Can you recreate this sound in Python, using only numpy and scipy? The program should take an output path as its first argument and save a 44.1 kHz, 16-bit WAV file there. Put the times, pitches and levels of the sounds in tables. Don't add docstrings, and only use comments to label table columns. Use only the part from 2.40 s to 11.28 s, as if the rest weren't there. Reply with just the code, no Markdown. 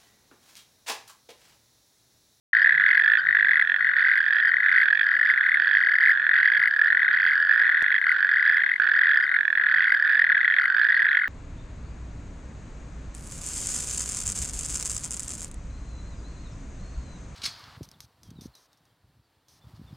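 import sys
import numpy as np
from scipy import signal
from scipy.fft import rfft, irfft, next_fast_len
from scipy.io import wavfile
from scipy.ndimage import uniform_filter1d, minimum_filter1d

SR = 44100
rng = np.random.default_rng(int(sys.argv[2]) if len(sys.argv) > 2 else 0)


def output_pcm(signal):
    pcm = np.clip(np.atleast_2d(signal).T, -1, 1) * 32767
    wavfile.write(sys.argv[1], SR, np.round(pcm).astype(np.int16))


N = 391608
TIME_S = np.arange(N) / SR
PULSE_S = np.arange(int(.012 * SR)) / SR


def from_db(db):
    return 10 ** (np.asarray(db) / 20)


def unit_rms(x):
    return x / np.sqrt(np.mean(x ** 2) + 1e-20)


def pan(left_minus_right_db):
    return from_db([[left_minus_right_db / 2], [-left_minus_right_db / 2]])


def add(out, start_s, sound):
    at = int(start_s * SR)
    if 0 <= at < N:
        out[:, at:at + sound.shape[-1]] += sound[..., :N - at]


def colour(x, spectrum):
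    hz, db = np.transpose(spectrum)
    size = next_fast_len(N)
    bins_hz = np.maximum(np.fft.rfftfreq(size, 1 / SR), 1)
    gain = from_db(np.interp(np.log(bins_hz), np.log(hz), db))
    return irfft(rfft(x, size) * gain, size)[..., :N]


def stereo_noise(side_db):
    mid, side = rng.standard_normal((2, N))
    return mid + from_db(side_db) * side * [[1], [-1]]


# f/Hz, relative density/dB
AIR_SPECTRUM = [(25, -15), (60, -15.5), (120, -2.5), (300, -1.5), (700, -6), (1100, 3), (2500, -2.5),
                (4500, -12.5), (6500, -22), (10000, -26), (13000, -32), (16000, -34.5)]


def night_air(rms_db):
    return from_db(rms_db) * unit_rms(colour(stereo_noise(side_db=2.5), AIR_SPECTRUM))


# t/s, relative level/dB
HUM_ENVELOPE = [(0.15, -75), (0.39, -55), (0.49, -72.5), (0.9, -61), (1.29, -69.5), (3.77, -69.5),
                (4.28, -64), (4.38, -82.5), (4.72, -65), (5.33, -81), (5.43, -59), (5.48, -74), (6.84, -70),
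                (6.91, -87.5), (7.32, -60), (7.59, -83), (7.78, -67.5), (8.88, -69.5)]


def distant_hum(gain_db, hz, width_hz):
    radius = np.exp(-np.pi * width_hz / SR)
    feedback = [1, -2 * radius * np.cos(2 * np.pi * hz / SR), radius * radius]
    drone = signal.lfilter([1], feedback, stereo_noise(side_db=-4.5))
    running_rms = np.sqrt(uniform_filter1d(np.mean(drone ** 2, axis=0), size=8000) + 1e-12)
    return from_db(np.interp(TIME_S, *np.transpose(HUM_ENVELOPE)) + gain_db) * drone / running_rms


def trill(start_s, end_s, rate_hz, speedup, level_db, start_hz, manner, attack_s=0.12):
    sag, swell_db, onset_cut_db, fill_power, full_hz = manner
    clock_s = np.arange(start_s, end_s, 1 / SR)
    ramp = (clock_s - start_s) / (end_s - start_s)
    pace_hz = rate_hz * (1 + sag * np.cos(2 * np.pi * ramp) + speedup * (ramp - .5))
    pulse_count = np.floor(np.cumsum(pace_hz) / SR)
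    beats = np.flatnonzero(np.diff(pulse_count, prepend=-1))
    times_s, progress = clock_s[beats], ramp[beats]
    db = level_db + swell_db * (progress - .5) - onset_cut_db * np.exp((start_s - times_s) / attack_s)
    hz = full_hz - (full_hz - start_hz) * np.abs(1 - progress) ** fill_power
    return times_s, progress, db, hz


def pulse_envelope(peak_ms, sharpness):
    age = PULSE_S * 1000 / peak_ms
    return (age * np.exp(1 - age)) ** sharpness


# f/Hz, gain/dB
RASP_SPECTRUM = [(100, -16), (400, -10), (750, -11), (1050, 8), (2500, -9), (4500, -7), (6500, -24.5),
                 (10500, -31.5), (15000, -32.5)]


def toad(trills, manner, modes, gain_db, rasp_db, lag_ms, sharpness, lead_ms,
         jitter_ms=0.99, droop_hz=220, scatter_hz=40, sizzle_hz=130, wander_hz=60,
         uneven_db=1.4, shimmer_db=2.0, whistle_above_hz=7000):
    voice, rasp = np.zeros((2, 2, N))
    ear_s = PULSE_S - np.array([[0], [lag_ms]]) / 1000
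    droop_cycles = np.cumsum(droop_hz * (np.exp(-PULSE_S / .002) - 1 / np.e)) / SR
    for row in trills:
        times_s, progress, levels_db, pitches_hz = trill(*row, manner)
        centred = progress - .5
        shimmer, detune, jitter = rng.standard_normal((len(times_s), 3)).T
        pulses = 0
        for k, (hz, db, peak_ms, glide_oct, growth_db, pan_db) in enumerate(modes):
            scatter, uneven, start_cycles, steps = rng.standard_normal((len(times_s), 4)).T
            overtone = k > 0
            if hz > whistle_above_hz:
                walk = np.cumsum(steps)
                stray_hz = sizzle_hz * scatter + wander_hz * (walk - walk.mean())
                age_s = PULSE_S
            else:
                stray_hz = scatter_hz * scatter
                age_s = ear_s
            if overtone:
                pitch_hz = hz * 2 ** (glide_oct * rng.uniform(1.0, 1.9) * centred) + stray_hz
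            else:
                pitch_hz = pitches_hz * (1 + .012 * detune)
            cycles = pitch_hz[:, None, None] * age_s + start_cycles[:, None, None]
            ring = pulse_envelope(peak_ms, sharpness) * np.sin(2 * np.pi * (cycles + overtone * droop_cycles))
            strength = from_db(db + growth_db * centred + overtone * uneven_db * uneven)
            pulses = pulses + strength[:, None, None] * pan(pan_db) * ring
        onsets_s = times_s + (jitter_ms * jitter - lead_ms) / 1000
        gains = from_db(gain_db + levels_db + shimmer_db * shimmer)
        for onset_s, gain, pulse in zip(onsets_s, gains, pulses):
            add(voice, onset_s, gain * pulse)
            rasp_gain = gain * from_db(rasp_db + uneven_db * rng.standard_normal())
            burst = pulse_envelope(peak_ms=1.0, sharpness=0.81) * rng.standard_normal(len(PULSE_S))
            add(rasp, onset_s, rasp_gain * burst)
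    sac_pan_db = modes[0][-1]
    return voice + colour(rasp[0], RASP_SPECTRUM) * pan(sac_pan_db)


# pace sag/ratio, swell/dB, onset cut/dB, sac fill exponent (1 = even), full-sac f/Hz
FAR_MANNER = (.03, 1.7, 1.1, 1.4, 1687)
# f/Hz, relative level/dB, rise/ms, nominal glide/oct, growth/dB, L-R/dB
FAR_MODES = [(1640, 2.5, 2.22, 0, 0.0058, 0.0041), (2410, -28.5, 2.3, 0.04, 0.0011, 0.0052),
             (3337, -23, 1.8, 0.26, 0.005, 0.01), (4350, -39, 4.6, -0.011, 0.0041, 0.0036),
             (8900, -53, 2.3, -0.24, 0.00078, 0.0063)]
# centre t/s, half-width/s, depth/dB
LULLS = [(1.297, 0.083, 6), (4.308, 0.058, 5), (6.344, 0.051, 3.5), (7.081, 0.081, 10.5)]


def far_chorus(gain_db, spread_hz, rise_hz, count):
    out = 0
    for pitch_offset in np.linspace(-1, 1, count):
        starts_s = np.arange(-rng.uniform(0, .7), N / SR, .75)
        full_hz = FAR_MANNER[-1] + spread_hz * pitch_offset
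        slack_hz = full_hz - rise_hz
        side = np.cos(5 * pitch_offset)
        trills = [(s, s + rng.uniform(.5, .65), rng.normal(45, 3), 0, 0, slack_hz) for s in starts_s]
        voice = toad(trills, (*FAR_MANNER[:-1], full_hz), FAR_MODES, gain_db,
                     rasp_db=-42.0, lag_ms=0.04 * side, sharpness=2.25, lead_ms=0)
        out = out + voice * pan(4 * side)
    dip_db = sum(db * np.exp(-((TIME_S - s) / half_s) ** 2) for s, half_s, db in LULLS)
    return out * from_db(-dip_db)


def bank_scatter(x, echo_db, t60_s):
    age_s = np.arange(int(.3 * SR)) / SR
    tail = rng.standard_normal((2, len(age_s))) * from_db(-60 * age_s / t60_s) * (age_s > .003)
    tail /= np.sqrt(np.sum(tail ** 2, axis=1, keepdims=True))
    return from_db(echo_db) * signal.fftconvolve(x.mean(axis=0)[None], tail, axes=1)[:, :N]


# start t/s, end t/s, pulse rate/Hz, speed-up/ratio, relative level/dB, starting sac f/Hz
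LEFT_TRILLS = [(0.134, 0.611, 43.8, -0.1, -14.5, 1840), (0.871, 1.224, 43.7, 0.0, -15.5, 1845),
               (1.409, 1.783, 44, 0.12, -16.5, 1884), (2.029, 2.436, 41.3, 0.2, -15.5, 1885),
               (2.668, 3.157, 33.8, 0.0, -16, 1865), (3.352, 3.709, 39.6, -0.1, -16, 1895),
               (3.894, 4.292, 42.4, 0.15, -16.5, 1875), (4.484, 4.947, 39.7, 0.05, -17, 1870),
               (5.201, 5.727, 34.8, -0.15, -16.5, 1851), (5.894, 6.377, 34.5, 0.15, -17, 1880),
               (6.555, 6.972, 39.3, -0.2, -17.5, 1844), (7.177, 7.551, 41.2, 0.05, -18, 1867),
               (7.799, 8.27, 37.5, 0.1, -16.5, 1862), (8.504, 8.862, 38.7, 0.0, -16.5, 1871)]
LEFT_MANNER = (0.23, -1.5, -0.5, 1.26, 1994)
LEFT_MODES = [(1920, -1.5, 2.1, 0, 0, 5), (2340, -30.5, 2.1, 0.069, 5, 5), (3120, -34, 1.5, 0.01, -1, 3),
              (3853, -36, 2.5, 0.08, -1.5, 2), (4530, -44.5, 4.8, 0.084, 0.5, -0.5),
              (8300, -61.5, 2, -.08, -7, -6.5), (10300, -52.5, 2.3, -0.13, 22, 3)]


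def left_toad():
    return toad(LEFT_TRILLS, LEFT_MANNER, LEFT_MODES,
                gain_db=6.0, rasp_db=-27.5, lag_ms=0.05, sharpness=2.54, lead_ms=2.5)


MIDDLE_TRILLS = [(0.151, 0.234, 43.9, 0.0, -15.5, 1662), (0.491, 0.721, 30.84, -0.29, -15, 1640),
                 (1.574, 2.096, 41.26, -0.14, -19, 1540), (2.325, 2.928, 46.25, 0.19, -19.5, 1543),
                 (3.2, 3.739, 46.3, -0.12, -17.5, 1580), (3.946, 4.486, 39.67, -0.3, -17, 1555),
                 (4.731, 5.227, 45.25, 0.1, -17.5, 1545), (5.668, 6.19, 45.9, -0.2, -18.5, 1498),
                 (6.4, 6.845, 39.75, -0.19, -18, 1523), (7.3, 7.821, 40.56, 0.033, -17, 1550),
                 (8.199, 8.68, 41.38, -0.33, -18.5, 1483)]
MIDDLE_MANNER = (.05, .5, 1, 1.5, 1750)
MIDDLE_MODES = [(1670, -3, 2.32, 0, 3, -3.5), (2450, -32.5, 1.3, -0.044, -2, 2),
                (3155, -24.5, 0.88, 0.036, 0.5, -3), (4664, -30, 1.5, 0.06, -2, -0.5),
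                (5420, -47, 1.2, 0.031, -7.5, 1), (8200, -65, 2.1, -.08, -6, -2),
                (10060, -55.5, 3.2, -0.04, 20, -2), (11340, -58.5, 4.6, -0.12, -4, -1.5),
                (13200, -67.5, 1.3, 0, 5, -2), (15000, -69.5, 1.1, 0, 3.5, -4.5)]


def middle_toad():
    return toad(MIDDLE_TRILLS, MIDDLE_MANNER, MIDDLE_MODES,
                gain_db=7.5, rasp_db=-33, lag_ms=-0.0072, sharpness=1.98, lead_ms=2.09)


def arched_notes(notes, harmonics_db, arch):
    out = np.zeros((2, N))
    for start_s, length_s, top_hz, db in notes:
        bow = np.sin(np.linspace(0, np.pi, int(length_s * SR)))
        waver = unit_rms(uniform_filter1d(rng.standard_normal(len(bow)), size=60))
        pitch_hz = top_hz * (1 - arch * (1 - bow) + 0.037 * waver)
        phase = 2 * np.pi * np.cumsum(pitch_hz) / SR
        note = sum(from_db(level) * np.sin(k * phase) for k, level in enumerate(harmonics_db, 1))
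        add(out, start_s, from_db(db) * bow * note)
    return out


# t/s, length/s, top f/Hz, level/dB
SQUEAKS = [(.226, 0.014, 1634, -19), (.776, 0.034, 1548, -18.5), (2.070, 0.035, 1594, -21),
           (2.912, 0.019, 1586, -25.5), (3.725, 0.022, 1610, -30), (5.217, 0.012, 1690, -25),
           (6.825, 0.029, 1623, -22.5)]
SQUEAK_HARMONICS_DB = [0, -20, -24.5]


def squeaks():
    return arched_notes(SQUEAKS, SQUEAK_HARMONICS_DB, arch=0.039)


RIGHT_TRILLS = [(0.245, 0.783, 51.33, -0.15, -12, 1720), (0.953, 1.378, 43.87, -0.21, -12, 1720),
                (1.567, 2.019, 46.35, 0.14, -14.5, 1770), (2.241, 2.639, 43.68, 0.17, -13, 1700),
                (2.852, 3.376, 42.3, 0.078, -14.5, 1692), (3.619, 4.17, 49.02, 0.12, -16, 1697),
                (4.396, 4.91, 42.7, 0.067, -15, 1720), (5.095, 5.591, 49.3, -0.19, -15.5, 1706),
                (5.767, 6.307, 45.42, 0.1, -18.5, 1730), (6.401, 6.763, 44.74, -0.25, -14.5, 1695),
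                (6.967, 7.456, 42.15, 0.11, -15, 1703), (7.656, 8.196, 43.56, -0.083, -14.5, 1714),
                (8.368, 8.795, 49.76, -0.27, -15.5, 1679)]
RIGHT_MANNER = (0.16, 0.5, -0.5, 0.9, 1775)
RIGHT_MODES = [(1720, -2.5, 2.04, 0, -0.5, -7.5), (2180, -23.5, 1.4, 0, -1.5, -5),
               (2437, -23.5, 1.3, 0.028, 4, -7), (3412, -23.5, 1.92, -0.044, 8, -5),
               (4040, -44, 3.7, 0.037, -2.5, -6), (8360, -65, 2.8, -.07, -0.5, -1),
               (9800, -60.5, 2.1, -.06, 3.5, -3.5)]


def right_toad():
    return toad(RIGHT_TRILLS, RIGHT_MANNER, RIGHT_MODES,
                gain_db=4.0, rasp_db=-27.5, lag_ms=-0.012, sharpness=2.63, lead_ms=1.828)


# t/s, level before low-pass/dB, decay/ms
TICKS = [(2.852, -43, 0.57), (5.425, -17, 0.13), (7.184, -60, 1)]


def ticks():
    out = np.zeros((2, N))
    for start_s, db, decay_ms in TICKS:
        decay = np.exp(-PULSE_S * 1000 / decay_ms)
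        grain = 1 + .5 * rng.standard_normal((2, len(decay)))
        add(out, start_s, from_db(db) * decay * grain)
    return signal.lfilter([.5], [1, -.5], out + 1e-18)


# t/s, length/s, top f/Hz, level/dB
CHIRPS = [(8.408, 0.039, 4220, -44), (8.535, 0.054, 4400, -44.5), (8.675, 0.037, 4010, -44)]


def chirps():
    return arched_notes(CHIRPS, harmonics_db=[0], arch=0.25)


def scene():
    near = left_toad() + right_toad() + middle_toad() + squeaks()
    far = far_chorus(gain_db=-22.0, spread_hz=119.0, rise_hz=57, count=4)
    near += bank_scatter(near, echo_db=-14, t60_s=0.073)
    far += bank_scatter(far, echo_db=-5.5, t60_s=0.056)
    air = night_air(rms_db=-51.5)
    return near + far + air + chirps() + ticks() + distant_hum(gain_db=2, hz=141.1, width_hz=4.3)


def limiter(x, ceiling_db, hold_ms):
    size = int(hold_ms * SR / 1000)
    gain = np.minimum(1, from_db(ceiling_db) / (np.abs(x).max(axis=0) + 1e-9))
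    held = minimum_filter1d(gain, 2 * size + 1)
    return x * uniform_filter1d(uniform_filter1d(held, size), size)


def record(dry):
    start_s, fade_s, stopband_hz = .131, 0.0017, 16800
    gate = np.clip((TIME_S - start_s) / fade_s, 0, 1)
    lowpass = signal.cheby2(12, 70, stopband_hz, fs=SR, output="sos")
    return signal.sosfilt(lowpass, gate * limiter(dry, ceiling_db=-4.5, hold_ms=2.0))


dry = scene()
out = record(dry)
output_pcm(out)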